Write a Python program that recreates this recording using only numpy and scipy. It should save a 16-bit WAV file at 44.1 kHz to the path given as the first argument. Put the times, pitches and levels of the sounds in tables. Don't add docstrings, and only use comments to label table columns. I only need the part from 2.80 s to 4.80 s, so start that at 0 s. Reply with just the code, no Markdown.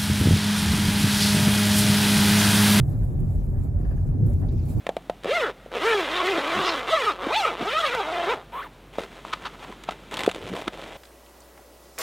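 import sys
import numpy as np
from scipy import signal
from scipy.fft import rfft, irfft, next_fast_len
from scipy.io import wavfile
from scipy.ndimage import uniform_filter1d, map_coordinates

SR = 44100
rng = np.random.default_rng(int(sys.argv[2]) if len(sys.argv) > 2 else 0)


def waveform_to_disk(signal):
    frames = np.transpose(np.atleast_2d(signal))
    scaled = np.clip(frames, -1, 1) * 32767
    samples = np.round(scaled).astype(np.int16)
    wavfile.write(sys.argv[1], SR, samples)


def gain_from_db(level_db):
    decades = np.asarray(level_db, float) / 20
    return 10 ** decades


N = 88200

# start_s, roughness_db, tyre_roar_db
ROAD_SURFACE = [(0, -37, -50.5), (.17, -41, -49), (.42, -38, -50.5), (.68, -42, -52.5), (.78, -39.5, -49),
                (.93, -40.5, -54), (1.0, -36.5, -47), (1.2, -41.5, -52), (1.33, -35.5, -51),
                (1.42, -33, -52), (1.52, -35.5, -47.5), (1.57, -38, -57.5), (1.63, -37.5, -45),
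                (1.7, -36, -51.5), (1.8, -40, -51.5), (2, -36.5, -50.5)]
# pitch_hz, width_hz, level_db
CABIN_MODES = [(34, 12.2, -3.5), (47.6, 12.3, -5), (76.6, 40, -7), (106.2, 20, -1.5), (137.1, 40.2, -2),
               (167.1, 57.6, -6.5)]
# pitch_hz, width_hz, level_db
FLOOR_MODES = [(181.4, 32.7, -1.5), (245, 29, 0.5), (282.4, 41, -3), (361.7, 70.4, -5), (429, 104, -8.5)]
# pitch_hz, level_db (per Hz)
TYRE_TONE = [(260, -34.5), (450, -8), (580, -1.5), (653, -4), (766, -5), (941, -13.5), (1780, -22.5),
             (2030, -28), (3000, -42.5), (3900, -72.5), (6600, -120)]
# start_s (the crest), pitch_hz, level_db (peak), left_lean (-1 to 1)
BUMPS = [(0.0125, 120.6, -17.5, -0.18), (.04, 68, -26, .08), (.08, 142, -24.5, .21),
         (0.087, 100.2, -20.5, -0.26), (0.168, 111.7, -21.5, 0.02), (0.223, 95.4, -22, -0.02),
         (0.223, 47, -19.5, -0.07), (.288, 123.4, -23.5, 0), (0.354, 82.5, -24, 0.12),
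         (.372, 137, -23, -.07), (.384, 39.6, -27, -.06), (.408, 117.3, -24, -.31),
         (.432, 155.5, -26.5, .02), (.476, 144.7, -27, -.04), (0.496, 94.2, -21, -0.02),
         (0.566, 88, -21, 0.16), (0.569, 47.7, -20.5, -0.04), (.636, 51, -27, -.05),
         (.692, 46.7, -26.5, -.1), (.712, 84.4, -26.5, .14), (.788, 39, -25.5, -.06),
         (0.789, 86.8, -19.5, -0.02), (.836, 141.8, -25.5, .18), (.868, 72, -25.5, -.13),
         (0.951, 90, -21, -0.17), (0.981, 46.2, -20.8, -0.08), (1.028, 100.4, -26.5, -.06),
         (1.083, 53, -19, -0.06), (1.136, 85, -26.5, .08), (1.136, 123, -27.5, .12),
         (1.184, 47.4, -24.5, -.04), (1.219, 88.2, -24, 0.09), (1.28, 45.5, -25, -0.05),
         (1.287, 138.2, -22, 0.28), (1.356, 96.6, -21, -.24), (1.434, 164.4, -25.5, -0.3),
         (1.4335, 134.6, -17, 0.04), (1.454, 109.4, -16, -0.11), (1.495, 52.5, -20.5, -0.06),
         (1.551, 86.5, -18, 0.12), (1.608, 137.4, -26.5, .23), (1.632, 91.4, -22, .24),
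         (1.681, 44.4, -24, -0.09), (1.716, 76, -24.5, 0), (1.724, 114, -26.5, -.09),
         (1.768, 60, -24.5, -.09), (1.8, 85.5, -24.5, 0.1), (1.852, 138.5, -26.5, .04),
         (1.975, 114.6, -23.5, -0.32)]
# start_s (the crest), pitch_hz, level_db (peak)
MORE_BUMPS = [(.012, 40, -36), (.013, 154.5, -26.5), (.013, 210, -35), (.13, 42, -30), (.65, 75.2, -34),
              (.73, 122, -26.5), (.85, 110.7, -30), (1.15, 81, -29.5), (1.25, 104.3, -26.5),
              (1.407, 109.5, -20), (1.27, 298, -40.5), (1.66, 150, -28.5), (1.85, 75.5, -26.5),
              (1.885, 101, -29.5), (1.991, 86, -26), (.112, 335, -42.5), (.132, 260, -37),
              (.164, 562, -51), (.184, 181.5, -34.5), (.184, 639, -54), (.264, 523, -48),
              (.316, 357, -43.5), (.372, 271, -39), (.404, 365, -43.5), (.44, 215, -33.5),
              (.548, 593, -51), (.632, 520, -53.5), (.7, 204, -37.5), (.736, 389, -46),
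              (.768, 583, -52.5), (.808, 213, -37), (.824, 293, -44), (.956, 574, -47.5),
              (.976, 233.3, -40), (1.004, 346, -40.5), (1.068, 176, -34.5), (1.18, 663, -54.5),
              (1.36, 266, -35.5), (1.38, 363, -45.5), (1.42, 216, -31), (1.436, 482, -44.5),
              (1.44, 354, -42.5), (1.464, 275, -36), (1.504, 395, -43), (1.508, 576, -49.5),
              (1.512, 235, -31.5), (1.62, 277, -33.5), (1.632, 655, -50), (1.732, 311, -40.5),
              (1.732, 386, -38), (1.764, 235, -37.5), (1.828, 317, -41), (1.9, 247.5, -37),
              (1.94, 195, -36), (1.96, 304, -36.5), (1.984, 175, -32.5)]
# start_s, level_db (peak)
TRIM_RATTLES = [
    (.222, -58.5),
    (.745, -58),
    (1.046, -49.5),
    (1.103, -50),
    (1.172, -53.5),
    (1.612, -60),
]
# pitch_hz, width_hz, level_db
TRIM_MODES = [(1050, 120, -7), (1280, 120, -6), (1522, 80, -1), (1735, 110, -2), (2700, 600, -22),
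              (4850, 150, -21)]
# start_s, pitch_hz, width_hz, level_db (peak)
SMALL_TICKS = [(.094, 12000, 3000, -55), (.398, 11500, 5960, -53), (.549, 11100, 3000, -57),
               (.81, 9000, 4000, -66), (.833, 8900, 4000, -63), (1.265, 6550, 595, -61),
               (1.449, 10600, 400, -68), (1.462, 13000, 6950, -49), (1.495, 10540, 2480, -52.5),
               (1.526, 2150, 150, -56.5), (1.532, 7200, 1506, -58.5), (1.686, 3780, 201, -52),
               (1.687, 4830, 397, -64.5), (1.79, 4700, 406, -57), (1.825, 4500, 600, -59.5),
               (1.885, 4000, 2500, -58), (1.615, 2500, 1500, -62), (1.72, 7540, 800, -62),
               (1.853, 9800, 1500, -53.5), (1.885, 12560, 1507, -54.5), (1.91, 11060, 1486, -51),
               (1.932, 14000, 2540, -51.5)]
# start_s, fine_rub_db, dull_scrape_db
STRAP_RUB = [(0.02, -68.5, -85.5), (0.08, -66.5, -75), (0.368, -71, -79), (0.396, -68, -78.5),
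             (0.608, -68, -75), (0.756, -71.5, -84), (0.838, -68, -74.5), (0.898, -74.5, -81.5),
             (1.094, -71.5, -77), (1.406, -74, -80.5), (1.45, -69.5, -80), (1.466, -66, -74),
             (1.656, -71, -76.5), (1.69, -72, -69), (1.7, -75, -74.5), (1.772, -72, -69.5),
             (1.85, -65.5, -70), (1.9, -60.5, -66), (1.94, -61, -68), (1.965, -65.5, -70)]
# pitch_hz, level_db (per Hz)
FINE_TONE = [(3530, -34.5), (6000, -8), (7190, 1), (8580, -3), (11700, 1.5), (15100, -1.5), (15700, -2.5)]
# pitch_hz, level_db (per Hz)
DULL_TONE = [(1290, -30.5), (2200, -1), (2340, 1), (3040, -7.5), (3780, -4.5), (7000, -8), (9100, -43),
             (15400, -120)]
# pitch_hz, likeness (-1 to 1)
LEFT_RIGHT_LIKENESS = [(35, .96), (100, .68), (330, .8), (1410, -.15), (2500, .42), (7000, .4), (8200, .68),
                       (15000, .56)]
# pitch_hz, left_over_right_db
LEFT_RIGHT_BALANCE = [(40, -1), (120, 0), (300, 1), (1000, -1), (3000, -3), (5000, -3.5), (8000, -1),
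                      (14000, 0)]


def wheel_knocks():
    joints_per_s, scatter_db = 110, 4
    draw = rng.random((2, 600, 3))
    at = (np.cumsum(0.5 + draw[..., 0], 1) / joints_per_s * SR).astype(int)
    strength = gain_from_db(scatter_db * 3.54 * (draw[..., 1] - 0.5))
    push = strength * np.sign(draw[..., 2] - 0.5)
    return np.array([np.bincount(a, p, N + SR)[:N + SR] for a, p in zip(at, push)])


def ringing(modes, low_hz, top_hz):
    def response(hz):
        dulling = (1 + 1j * hz / top_hz) ** 2
        bass_loss = (1j * hz / (low_hz + 1j * hz)) ** 2
        return resonances(modes)(hz) / dulling * bass_loss

    return unit(filtered(wheel_knocks(), response)[:, SR:])


def joints():
    rough_db, _ = curves(ROAD_SURFACE)
    cabin_db = -28 + 0.1 * (rough_db - rough_db.mean())
    cabin = gain_from_db(cabin_db) * ringing(CABIN_MODES, low_hz=21.3, top_hz=150)
    floor = gain_from_db(rough_db + 0.43) * ringing(FLOOR_MODES, low_hz=132, top_hz=363)
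    return ports(cabin + floor)


def booms():
    rise_s, shortening, roundness = 0.048, 0.25, 5.03
    trim_db, lean_scatter, skew_rad = 1.45, 0.15, 0.21
    more_lean = lean_scatter * rng.standard_normal(len(MORE_BUMPS))
    bumps = np.r_[BUMPS, np.c_[MORE_BUMPS, more_lean]]
    start_s, pitch_hz, level_db, lean = bumps.T[..., None]
    t = np.arange(N) / SR - start_s
    progress = np.clip(t * (pitch_hz / 100) ** shortening / rise_s + 1, 0, 40)
    swell = gain_from_db(level_db + trim_db) * (progress * np.exp(1 - progress)) ** roundness
    skew = skew_rad * np.minimum(pitch_hz / 100, 2) * rng.standard_normal(start_s.shape)
    sides = []
    for side in (1, -1):
        tone = np.cos(2 * np.pi * pitch_hz * t + side * skew)
        sides.append((swell * (1 + side * lean) * tone).sum(0))
    return np.array(sides)


def puffs(events):
    out = np.zeros((2, N + SR))
    t = np.arange(SR // 5) / SR
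    for start_s, modes, level_db, t60_s in events:
        noise = unit(filtered(rng.standard_normal((2, len(t))), resonances(modes)))
        envelope = gain_from_db(level_db - 60 * t / t60_s) * (1 - np.exp(-t / 0.0025))
        start = round(start_s * SR)
        out[:, start:start + len(t)] += envelope * noise
    return ports(out[:, :N])


def trim_rattles():
    return puffs([(s, TRIM_MODES, db, 0.16) for s, db in TRIM_RATTLES])


def ticks():
    return puffs([(s, [(hz, width, 0)], db, 0.056) for s, hz, width, db in SMALL_TICKS])


def strap_rustle():
    fine_db, dull_db = curves(STRAP_RUB)
    fine = gain_from_db(fine_db + 3.44 + 1.8 * wobble(45.4)) * rush(FINE_TONE, patchy_db=2.5)
    dull = gain_from_db(dull_db + 5.5 + 1.1 * wobble(45.5)) * rush(DULL_TONE, patchy_db=2.5)
    return ports(fine + dull)


def tyre_roar():
    _, roar_db = curves(ROAD_SURFACE)
    return ports(gain_from_db(roar_db + 0.8 * wobble(25)) * rush(TYRE_TONE, patchy_db=1.4))


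def rush(tone, patchy_db):
    grains = signal.stft(rng.standard_normal((2, N)), nperseg=512)[2]
    patches = rng.standard_normal(grains.shape[1:])
    patches = uniform_filter1d(patches, size=8, axis=0)
    patches = uniform_filter1d(patches, size=6, axis=1)
    pair = signal.istft(grains * gain_from_db(patchy_db * unit(patches)), nperseg=512)[1][:, :N]
    return unit(filtered(pair, lambda hz: gain_from_db(along(tone, hz))))


def ports(pair):
    def blend(hz):
        angle = np.arccos(np.clip(along(LEFT_RIGHT_LIKENESS, hz), -1, 1)) / 2
        return np.array([np.cos(angle), np.sin(angle)])

    def balance(hz):
        return gain_from_db(np.outer([0.5, -0.5], along(LEFT_RIGHT_BALANCE, hz)))

    mid, side = filtered(pair, blend)
    return filtered(np.array([mid + side, mid - side]), balance)


def resonances(modes):
    def response(f):
        total = 0
        for k, (hz, width, db) in enumerate(modes):
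            total = total + (-1) ** k * gain_from_db(db) * 1j * f * width / (hz * hz - f * f + 1j * f * width)
        return total

    return response


def filtered(x, response):
    size = next_fast_len(x.shape[-1] + SR // 2)
    shaped = rfft(x, size) * response(np.fft.rfftfreq(size, 1 / SR))
    return irfft(shaped, size)[..., :x.shape[-1]]


def unit(x):
    return x / np.sqrt(np.mean(x ** 2) + 1e-20)


def along(points, hz):
    f, value = np.transpose(points)
    return np.interp(np.log(hz + 1), np.log(f + 1), value)


def curves(rows):
    start_s, *columns = np.transpose(rows)
    return [np.interp(np.arange(N) / SR, start_s, column) for column in columns]


def wobble(rate):
    knots = rng.standard_normal(int(N * rate / SR) + 4)
    return map_coordinates(knots, [np.arange(N) * rate / SR])


def scene():
    return joints() + booms() + trim_rattles() + ticks() + strap_rustle() + tyre_roar()


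def roll_off(x):
    return signal.sosfilt(signal.butter(12, 15810, fs=SR, output="sos"), x)


def record(dry):
    return roll_off(dry)


dry = scene()
out = record(dry)
waveform_to_disk(out)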